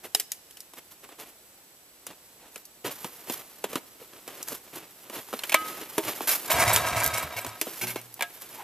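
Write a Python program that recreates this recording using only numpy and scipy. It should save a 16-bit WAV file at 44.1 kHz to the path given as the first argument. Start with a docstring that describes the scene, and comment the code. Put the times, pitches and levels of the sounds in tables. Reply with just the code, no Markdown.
"""Outdoors in the snow, two metres from a quad bike. Someone steps up, clothes rustling, clicks its
switches and bumps the bodywork. The pull starter catches with a ringing clunk and its rope rasps out.
The cold two-stroke engine turns over eight times and runs down: the exhaust puffs, the intake gulps air
and loose parts rattle the casing. The rope winds back and the handle clacks against a metal guard."""
import sys
import numpy as np
from scipy import signal
from scipy.fft import rfft, irfft
from scipy.io import wavfile
from scipy.ndimage import uniform_filter1d

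SR = 44100
rng = np.random.default_rng(int(sys.argv[2]) if len(sys.argv) > 2 else 0)


def wrap_up_sound(samples):
    """Save the sound to the file named by the first command line argument, as 16-bit audio."""
    columns = np.atleast_2d(samples).T
    # keep every value between -1 and 1, then stretch to whole-number steps
    tamed = np.clip(columns, -1, 1)
    steps = np.round(tamed * 32767).astype(np.int16)
    wavfile.write(sys.argv[1], SR, steps)


N = 380583
TIME = np.arange(N) / SR


def undb(db):
    """Turn decibels into a number to multiply by."""
    return 10 ** (np.asarray(db) / 20)


def unit(x):
    """Scale x to an average strength (rms) of 1."""
    return x / np.sqrt(np.mean(x ** 2))


def add(out, start_s, x):
    """Mix x into out, beginning at start_s."""
    i = max(int(start_s * SR), 0)
    out[i:i + len(x)] += x[:len(out) - i]


def on_bins(points, size):
    """Join (pitch_hz, value) points into a curve over a whole spectrum."""
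    hz, value = np.transpose(points)
    return np.interp(np.log(np.fft.rfftfreq(size, 1 / SR) + 1), np.log(hz), value)


def colour(x, points):
    """Shape the bass and treble of x with (pitch_hz, level_db) points; strength 1."""
    hz = np.fft.rfftfreq(len(x), 1 / SR) + 1
    roll_off = 1 / np.sqrt((1 + (points[0][0] / hz / 2) ** 6) * (1 + (hz / points[-1][0] / 2) ** 6))
    return unit(irfft(rfft(x) * undb(on_bins(points, len(x))) * roll_off, len(x)))


def band(x, low_hz, high_hz):
    """Keep the pitches between low_hz and high_hz."""
    edges_hz = [low_hz, min(high_hz, SR / 2 - 10)]
    return signal.sosfilt(signal.butter(3, edges_hz, 'band', fs=SR, output='sos'), x)


def fade(t, ring_s):
    """Die away by 60 dB every ring_s seconds."""
    return np.exp(-np.log(1000) * t / ring_s)


def follow(rows):
    """A volume curve through (time_s, level_db) points, silent outside them."""
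    times_s, levels_db = np.transpose(rows)
    return uniform_filter1d(undb(np.interp(TIME, times_s, levels_db, left=-120, right=-120)), 256)


def swells(rows, attack_s=0.019, release_s=0.014):
    """A volume curve where each (start_s, length_s, level_db) rises, holds and dies away."""
    out, t = np.zeros(N), TIME[:SR // 2]
    rise = np.minimum(t / attack_s, 1)
    for start_s, length_s, db in rows:
        add(out, start_s, undb(db) * rise * np.exp(-np.maximum(t - length_s, 0) / release_s))
    return out


def wander(rate_hz):
    """A smooth random wobble of strength 1."""
    size = int(SR / rate_hz)
    steps = np.repeat(rng.standard_normal(N // size + 1), size)
    return unit(uniform_filter1d(steps, size)[:N])


def grains(per_second, spread_db):
    """Tiny impacts of uneven size at random moments."""
    ticks = (rng.random(N) < per_second / SR) * rng.choice([-1, 1], N)
    return unit(ticks * undb(spread_db * np.clip(rng.standard_normal(N), -2, 2)))


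def tone(notes, push_s):
    """A part's own notes (pitch_hz, ring_s, level_db), which take push_s to get going."""
    t = TIME[:SR]
    ringing = sum(undb(db) * fade(t, ring_s) * np.cos(2 * np.pi * hz * t) for hz, ring_s, db in notes)
    return ringing * (1 - np.exp(-t / push_s))


def ring(hits, notes, push_s):
    """Strike a part at each (start_s, level_db); it gives off little below its lowest note."""
    out = np.zeros(N)
    lowest_hz = min(hz for hz, *_ in notes)
    sound = band(tone(notes, push_s), 0.6 * lowest_hz, SR / 2)
    for start_s, db in hits:
        add(out, start_s, undb(db) * sound)
    return out


def shake(force, notes):
    """A running force keeps a part's notes ringing; strength 1."""
    return unit(signal.fftconvolve(force, tone(notes, push_s=1 / SR))[:N])


# The four layers of a hit (thud, body, clack, tick): low_hz, high_hz, ring_s, level_db
HIT_LAYERS = [(217, 502, 0.061, -4.5), (530, 1330, 0.038, -3), (1580, 3780, 0.061, -5),
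              (4720, 21000, 0.03, -1.5)]
def impacts(rows, mix_db, gain_db, contact_s, shake_db, note_db, note_ring_s=0.016):
    """Plastic and metal crack, ring and shake; each hit has its own level, pitch and brightness."""
    out, t = np.zeros(N), TIME[:SR // 4]
    rise = np.minimum(t / contact_s, 1) ** 2
    crack = fade(t, ring_s=0.007)
    shudder = undb(shake_db) * fade(t, ring_s=0.17)
    log_centres = np.array([np.log(low_hz * high_hz) / 2 for low_hz, high_hz, *_ in HIT_LAYERS])
    for start_s, db, hz, brightness in rows:
        shares_db = np.array(mix_db) + brightness * log_centres / np.log(2)
        hit = 0
        for (low_hz, high_hz, ring_s, layer_db), share_db in zip(HIT_LAYERS, shares_db):
            burst = rng.standard_normal(len(t)) * rise * (crack + fade(t, ring_s) + shudder)
            hit += undb(share_db + layer_db) * unit(band(burst, low_hz, high_hz))
        # one main note stands out; the higher it is, the sooner it dies
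        note = rise * np.cos(2 * np.pi * hz * t) * fade(t, note_ring_s * (1000 / hz) ** 0.33)
        note_gain = undb(np.interp(np.log(hz), log_centres, shares_db) + note_db)
        hit += note_gain * unit(band(note, hz / 2, 2 * hz))
        first_5ms_level = np.sqrt(np.mean(hit[:SR // 200] ** 2))
        # each hit sounds 2 ms after its listed time
        add(out, start_s + 0.002, undb(db + gain_db) * hit / first_5ms_level)
    return out


# The background hush: pitch_hz, level_db
AIR_COLOUR = [(15, -51), (25, -5.5), (208, -1), (301, -0.5), (335, 1), (741, -2), (1230, -7.5), (6500, -9),
              (7610, -9), (8690, -8.5), (14000, -6.5)]
def winter_air(hush_db=-56, whine_hz=7868, drift_hz=12, whine_db=-69):
    """Quiet winter air and microphone hiss, with a thin steady whine."""
    pitch_hz = whine_hz + drift_hz * wander(rate_hz=110)
    whine = np.sqrt(2) * np.sin(2 * np.pi * np.cumsum(pitch_hz) / SR)
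    middle = colour(rng.standard_normal(N), AIR_COLOUR) * undb(0.6 * wander(rate_hz=4))
    side = band(colour(rng.standard_normal(N), AIR_COLOUR), 870, 23000) * undb(-1)
    return undb(hush_db) * (middle + np.array([side, -side])) + undb(whine_db) * whine


# A boot shifts or clothes brush past: start_s, length_s, snow_db, cloth_db
SHUFFLES = [(0.029, 0.031, -43.5, -44.5), (0.753, 0.037, -51.5, -52), (0.903, .02, -59, -49),
            (1.022, 0.022, -49, -53.5), (1.086, 0.039, -51.5, -63), (1.179, 0.057, -44.5, -47),
            (1.249, 0.046, -53.5, -56), (2.069, 0.055, -48.5, -66), (2.385, 0.1, -57.5, -86),
            (2.514, 0.1, -68, -55.5), (2.84, 0.038, -33, -39.5), (2.897, 0.017, -39, -39),
            (3.024, 0.041, -47.5, -45), (3.135, 0.031, -62, -51), (3.266, 0.076, -44.5, -38.5),
            (3.348, 0.064, -47, -47), (3.68, 0.1, -46, -47), (3.983, 0.06, -54.5, -55),
            (4.118, 0.074, -52, -78), (4.263, 0.15, -48, -52.5), (4.466, 0.087, -44, -40),
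            (4.652, 0.023, -53, -57.5), (4.723, 0.064, -44, -45), (4.791, 0.065, -53.5, -69),
            (5.121, 0.073, -39, -44), (5.592, 0.24, -43.5, -58), (5.667, 0.018, -62, -39),
            (6.023, 0.081, -37.5, -43), (6.114, 0.015, -38.5, -49), (8.403, 0.017, -61, -42),
            (8.516, 0.044, -49.5, -47)]
# How briskly the person moves: time_s, level_db
BODY_MOTION = [(0, -64), (2.82, -65), (2.93, -49), (3.4, -52), (3.9, -60.5), (4.45, -52), (4.63, -58.5),
               (5.0, -56), (5.45, -45.5), (5.88, -47), (6.2, -40.5), (6.48, -40), (7.3, -50.5), (7.6, -52),
               (7.68, -42), (7.93, -45.5), (8.08, -56.5), (8.63, -48)]
# The dull scuff of snow: pitch_hz, level_db
SNOW_COLOUR = [(70, -21), (120, -6.5), (220, -5), (330, 2), (600, -2.5), (1100, -5), (1600, -8),
               (2900, -7.5), (5000, -17)]
# The crisp rustle of fabric: pitch_hz, level_db
CLOTH_COLOUR = [(1200, 0.5), (2500, -3), (5000, -2.5), (9000, -3), (11500, 2.5), (13500, 6), (15000, -12.5)]
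def boots_and_clothes(flutter_db=2):
    """Snow packs under boots in small dull slips; stiff cloth rubs in fine bright grains."""
    rows, motion = np.array(SHUFFLES), follow(BODY_MOTION)
    slips = np.hypot(swells(rows[:, [0, 1, 2]]), undb(-4) * motion)
    rubs = np.hypot(swells(rows[:, [0, 1, 3]]), motion)
    snow = colour(grains(per_second=1900, spread_db=2.5), SNOW_COLOUR) * slips
    cloth = colour(grains(per_second=6000, spread_db=5), CLOTH_COLOUR) * rubs
    snow *= undb(flutter_db * wander(rate_hz=70))
    cloth *= undb(flutter_db * wander(rate_hz=110))
    return snow + cloth


# Small parts snap: start_s, level_db, pitch_hz, brightness_db_per_octave
CLICKS = [(0.146, -3.5, 5290, -1.5), (0.196, -8.5, 3140, 0), (0.316, -10, 6670, 1.5),
          (0.507, -31, 3130, -0.5), (0.568, -29, 3010, -2.5), (0.602, -23, 5430, 3.5),
          (2.651, -29.5, 5140, 12), (4.426, -17.5, 5700, 4), (4.482, -15.5, 6350, 2),
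          (6.759, -1.5, 3230, -2.5), (7.033, -11, 13000, 4), (7.040, -6.5, 12400, 7),
          (7.048, -15, 12000, -5), (7.060, -6.5, 12900, 0), (7.074, -11.5, 13400, 2),
          (7.611, -6, 2510, -1.6), (8.012, -29, 8800, -1), (8.139, -25.5, 13600, 12)]
# The mix of a click: thud_db, body_db, clack_db, tick_db
CLICK_MIX = [-35.5, -27, -13, -4]
def clicks():
    """Switches, levers and the starter's catches snap with a short, bright tick."""
    return impacts(CLICKS, CLICK_MIX, gain_db=-13.5, contact_s=0.00053, shake_db=-13.5, note_db=-4.5)


# A switch flips: start_s, level_db
SWITCH_HITS = [(.149, -21.5), (.199, -44)]
# The switch's notes: pitch_hz, ring_s, level_db
SWITCH_NOTES = [(425, 0.21, -18.5), (760, 0.04, -7.5), (830, 0.019, 2), (2900, 0.016, 7.5),
                (3880, 0.022, 6), (5290, 0.012, 12.5)]
def switch():
    """A switch snaps over and rings briefly."""
    return ring(SWITCH_HITS, SWITCH_NOTES, push_s=0.00037)


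# Bumps on the bike: start_s, level_db, pitch_hz, brightness_db_per_octave
BUMPS = [(0.733, -32, 1010, 2.5), (1.087, -34, 820, 1), (1.196, -28.5, 923, 4), (2.064, -20.5, 547, 4.5),
         (2.556, -24.5, 2630, 2.5), (2.843, -23.5, 477, 0), (2.872, -24, 526, -.7),
         (3.042, -18.5, 230, 0.7), (3.295, -15.5, 268, 1.4), (3.638, -11, 462, 0.6), (3.728, -20, 483, 1.5),
         (3.753, -12, 268, 0.7), (4.012, -34, 480, -20), (4.275, -24, 520, 2.5), (4.516, -24.5, 488, -5.5),
         (4.755, -27.5, 353, 3.5), (5.095, -25, 530, 1.2), (5.284, -31.5, 900, 1.5),
         (5.326, -19.5, 1310, -0.5), (5.334, -15, 500, -0.8), (5.978, -8.5, 294, 2),
         (6.204, -16.5, 840, -1), (7.444, -19.5, 966, 1), (7.462, -22, 1510, 2.5),
         (7.666, -20.5, 500, -1.7), (7.956, -15, 470, 0)]
# The mix of a bump: thud_db, body_db, clack_db, tick_db
BUMP_MIX = [-12, -13.5, -15, -18]
def bumps():
    """Hands and boots knock against the bodywork."""
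    return impacts(BUMPS, BUMP_MIX, gain_db=-11.5, contact_s=0.001, shake_db=-17, note_db=-2.5)


# Rubs on the seat: start_s, length_s, level_db
SLEEVE_RUBS = [(2.4, .07, -60.5), (8.54, 0.02, -47), (8.58, .045, -41)]
# Their soft swish: pitch_hz, level_db
SLEEVE_COLOUR = [(550, -12), (930, 14), (1150, -3)]
def sleeve():
    """A sleeve rubs along the seat in short swells of noise."""
    return colour(rng.standard_normal(N), SLEEVE_COLOUR) * swells(SLEEVE_RUBS)


# Knocks on a panel: start_s, level_db
PANEL_HITS = [(3.641, -52), (3.756, -38.5), (5.980, -22.5), (7.615, -35), (7.959, -53)]
# The panel's notes: pitch_hz, ring_s, level_db
PANEL_NOTES = [(326, 0.095, 3), (410, 0.084, 3), (631, 0.11, -3.5), (915, 0.19, -12)]
def panel():
    """A hollow plastic panel rings when it is knocked."""
    return ring(PANEL_HITS, PANEL_NOTES, push_s=0.00015)


# Metal meets metal: start_s, level_db, pitch_hz, brightness_db_per_octave
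CLACKS = [(5.388, -21.5, 4170, .5), (5.433, -16, 3040, 0.3), (5.492, -15.5, 2220, 2),
          (5.517, -13.5, 2460, -1), (5.522, -14, 2680, -1), (5.540, -1.5, 2224, 0.5),
          (6.512, -10.5, 960, 0), (8.19, -27, 775, -3), (8.205, -15, 2350, -1.5), (8.22, -11, 2290, 0.5)]
# The mix of a clack: thud_db, body_db, clack_db, tick_db
CLACK_MIX = [-26, -14.5, -8, -10.5]
def starter_clacks():
    """Metal strikes metal as the starter takes hold, and later as its handle lands."""
    return impacts(CLACKS, CLACK_MIX, gain_db=-10.5, contact_s=0.0016, shake_db=-21.5,
                   note_db=-3.5, note_ring_s=0.035)


# The starter catches: start_s, level_db
FLYWHEEL_HITS = [(5.544, -25.5)]
# The flywheel's notes: pitch_hz, ring_s, level_db
FLYWHEEL_NOTES = [(1267, 0.65, 0.5), (1590, 0.27, -7), (2040, 0.57, -14), (2972, 0.35, -12), (2314, .09, 7),
                  (640, 0.03, 16.5), (1030, 0.031, 15.5), (318, 0.28, -14)]
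def flywheel():
    """The engine's heavy wheel rings with a clunk as the starter catches it."""
    return ring(FLYWHEEL_HITS, FLYWHEEL_NOTES, push_s=0.00043)


# The rope runs through its guide: start_s, length_s, housing_db, hiss_db
ROPE_RUNS = [(6.079, 0.0087, -43, -30.5), (6.271, 0.067, -35.5, -23.5), (6.349, 0.0068, -42, -27),
             (6.5, 0.03, -37, -25.5), (6.728, 0.02, -37, -25), (7.134, 0.0083, -35, -40),
             (7.179, 0.0049, -42, -39), (7.222, 0.017, -42, -39), (7.363, 0.029, -33.5, -39),
             (7.811, 0.033, -31.5, -33), (7.867, 0.048, -38.5, -35), (7.957, 0.034, -45.5, -55)]
# The starter housing's notes: pitch_hz, ring_s, level_db
HOUSING_NOTES = [(694, 0.0094, 7.5), (1555, 0.082, -5), (2210, 0.062, 2.5), (2310, 0.017, 4),
                 (2678, 0.085, -5.5), (3060, 0.011, -16), (4000, 0.02, -3), (4950, 0.037, -9),
                 (5750, 0.05, -8)]
def rope(attack_s=0.0032, release_s=0.009, roughness_db=1):
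    """The braided rope rasps through its guide, hissing like cloth and shaking the housing."""
    braid = undb(roughness_db * wander(rate_hz=420))
    housing = shake(rng.standard_normal(N) * braid, HOUSING_NOTES)
    hiss = colour(rng.standard_normal(N) * braid, CLOTH_COLOUR)
    out = np.zeros(N)
    for start_s, length_s, housing_db, hiss_db in ROPE_RUNS:
        rise = np.clip((TIME - start_s) / attack_s, 0, 1)
        fall = np.exp(-np.maximum(TIME - start_s - length_s, 0) / release_s)
        out += rise * fall * (undb(housing_db) * housing + undb(hiss_db) * hiss)
    return out


# How hard the engine is being turned: time_s, level_db
EFFORT = [(6.48, -41), (6.51, -28), (6.57, -23.5), (6.615, -21.5), (6.7, -22), (6.83, -29.5), (7.02, -27.5),
          (7.12, -33.5), (7.235, -32), (7.28, -39.5), (7.47, -42), (7.6, -50)]
# The engine casing's notes: pitch_hz, ring_s, level_db
CASING_NOTES = [(666, 0.064, 5), (719, 0.086, 7), (967, 0.053, 10), (1080, 0.073, 2.5), (1170, 0.076, -9),
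                (1274, 0.35, -0.5), (1330, 0.035, -8), (1595, 0.062, -3), (1607, 0.12, 2.5),
                (1830, 0.2, -9), (2016, 0.1, 0), (2270, 0.06, 4), (2350, 0.057, 0), (2660, 0.034, 3.5),
                (2840, 0.2, -17), (3180, 0.045, -4), (3760, 0.18, -3.5), (4600, 0.1, -17)]
# The dry rattle of loose parts: pitch_hz, level_db
RATTLE_COLOUR = [(88, -44), (150, -13), (455, -11.5), (691, -4), (799, -7.5), (953, -4), (1620, -9),
                 (1760, -8), (2310, -12), (2840, -19), (7000, -24), (9100, -32), (15400, -120)]
# The high sizzle of the chain and of rushing air: pitch_hz, level_db
SIZZLE_COLOUR = [(2500, -40), (4500, 0.5), (6000, 3), (8000, 4), (11000, 4), (13500, -0.5)]
def engine_clatter(slack_db=1.5, surge_lag_s=0.013, surge_s=0.01, surge_db=-7):
    """Piston, starter and chain take up their slack and rattle the casing, surging on each stroke."""
    effort = follow(EFFORT)
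    strokes = [(start_s + surge_lag_s, surge_s, surge_db) for start_s, *_ in BREATHS]
    bunches = undb(slack_db * wander(rate_hz=170)) * (1 + swells(strokes, attack_s=0.014))
    casing = shake(grains(per_second=1400, spread_db=3.5), CASING_NOTES) * bunches
    rattle = colour(grains(per_second=600, spread_db=1) * bunches, RATTLE_COLOUR)
    chain = grains(per_second=4000, spread_db=4) * bunches
    jingle = undb(-11) * colour(chain, SIZZLE_COLOUR) + undb(-17) * shake(chain, CATCH_NOTES)
    jingle *= (effort / effort.max()) ** 0.6  # chain and catches jingle most on a hard pull
    return (undb(-3) * casing + undb(-5.5) * rattle + jingle) * effort


# The exhaust opens once a turn: start_s, level_db
PUFFS = [(6.533, -32.5), (6.636, -36), (6.722, -36.5), (6.808, -38.5), (6.914, -37), (7.058, -35),
         (7.231, -38.5), (7.45, -50)]
# The exhaust pipe's notes: pitch_hz, ring_s, level_db
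PIPE_NOTES = [(64, 0.2, -8), (77, 0.24, 3), (141, 0.091, 8.5), (188, 0.12, -1)]
def exhaust():
    """Each puff of air sets the exhaust pipe booming."""
    return ring(PUFFS, PIPE_NOTES, push_s=0.0078)


# The engine breathes in between puffs: start_s, gulp_db, hiss_db
BREATHS = [(6.588, -40, -26), (6.669, -31.5, -30), (6.753, -38, -32.5), (6.851, -44, -33),
           (6.959, -35, -31.5), (7.126, -42, -33), (7.357, -47, -42.5), (7.47, -47.5, -42)]
# The air box's low note: pitch_hz, ring_s, level_db
AIRBOX_NOTES = [(109.4, 0.26, 8)]
def intake(open_share=0.24, lag_s=0.0047, engine_stop_s=7.5, flutter_db=3.5):
    """Each gulp rings the air box; air hisses in for a share of the turn, so longer on slow turns."""
    starts_s, gulps_db, hisses_db = np.transpose(BREATHS)
    gulps = ring(zip(starts_s, gulps_db), AIRBOX_NOTES, push_s=0.0012)
    turns_s = np.diff(starts_s, append=engine_stop_s)
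    openings = zip(starts_s + lag_s, open_share * turns_s, hisses_db)
    flow = rng.standard_normal(N) * undb(flutter_db * wander(rate_hz=630))
    hiss = colour(flow, SIZZLE_COLOUR) + undb(-2) * shake(flow, HOUSING_NOTES)
    return gulps + hiss * swells(openings, attack_s=0.0068, release_s=0.018)


# The starter's catches are tapped: start_s, level_db
CATCH_HITS = [(6.733, -34), (7.18, -45.5), (7.225, -50), (7.412, -51.5), (7.464, -54)]
# Their high notes: pitch_hz, ring_s, level_db
CATCH_NOTES = [(7900, 0.067, 14), (8900, 0.12, 10), (11700, 0.04, 14), (12000, 0.036, 12.5),
               (13118, 0.07, 14)]
def starter_catches():
    """The small metal catches (pawls) that grip the flywheel tinkle as it turns."""
    return ring(CATCH_HITS, CATCH_NOTES, push_s=0.00045)


# A jolt to the frame: start_s, level_db
FRAME_HITS = [(7.82, -35.5)]
# The frame's notes: pitch_hz, ring_s, level_db
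FRAME_NOTES = [(119, 1.0, -5.5), (181, .5, -6.5), (239, 0.44, -5), (366, 0.31, -0.5)]
def frame():
    """A soft blow leaves the bike's frame humming low."""
    return ring(FRAME_HITS, FRAME_NOTES, push_s=0.0031)


# The handle lands: start_s, level_db
GUARD_HITS = [(8.208, -37.5), (8.223, -33)]
# The guard's notes: pitch_hz, ring_s, level_db
GUARD_NOTES = [(701, 0.15, 3.5), (914, 0.064, 4), (1300, 0.13, 0), (1640, 0.18, 5.5), (2120, 0.059, 5.5)]
def guard():
    """The handle is let go and rings the metal guard twice."""
    return ring(GUARD_HITS, GUARD_NOTES, push_s=0.001)


def yard(x, near_db=-17, near_ring_s=0.037, far_db=-27, far_ring_s=1.3):
    """Treble scatters off the bike and the ground; house fronts return a faint long echo."""
    t, ears = TIME[:SR], []
    rise = np.minimum(t / 0.0072, 1)
    for _ in range(2):
        near = unit(band(rng.standard_normal(SR) * fade(t, near_ring_s), 6500, 11500))
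        far = unit(band(rng.standard_normal(SR) * fade(t, far_ring_s) * rise, 110, 7000))
        echoes = (undb(near_db) * near + undb(far_db) * far) / np.sqrt(SR)
        ears.append(x + signal.fftconvolve(x, echoes)[:N])
    return np.array(ears)


def scene():
    """The engine, its starter and the person handling the bike, in the open air."""
    engine = exhaust() + intake() + engine_clatter()
    starter = flywheel() + rope() + starter_catches()
    contacts = clicks() + switch() + bumps() + starter_clacks()
    bodywork = panel() + frame() + guard()
    person = boots_and_clothes() + sleeve()
    return yard(engine + starter + contacts + bodywork + person) + winter_air()


# How much louder the left microphone is than the right: pitch_hz, balance_db
MIC_BALANCE = [(100, -1.6), (4000, -0.35), (8000, 0), (13000, -4)]
# How strong the out-of-step sound is: pitch_hz, level_db
MIC_SPREAD = [(100, -27), (1000, -21), (2600, -22), (4200, -8), (8000, -5), (14000, -5.5)]
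def record(dry, top_hz=14350):
    """Treble reaches two close microphones out of step and its direction flickers; the top is cut."""
    out_of_step = irfft(1j * rfft(dry.mean(axis=0)) * undb(on_bins(MIC_SPREAD, N)), N)
    side = out_of_step * np.sqrt(2) * np.sin(2 * wander(rate_hz=30))
    left_gain = undb(on_bins(MIC_BALANCE, N) / 2)
    heard = irfft(rfft(dry + np.array([side, -side])) * np.array([left_gain, 1 / left_gain]), N)
    return signal.sosfilt(signal.ellip(12, 0.2, 90, top_hz, fs=SR, output='sos'), heard)


dry = scene()
out = record(dry)
wrap_up_sound(out)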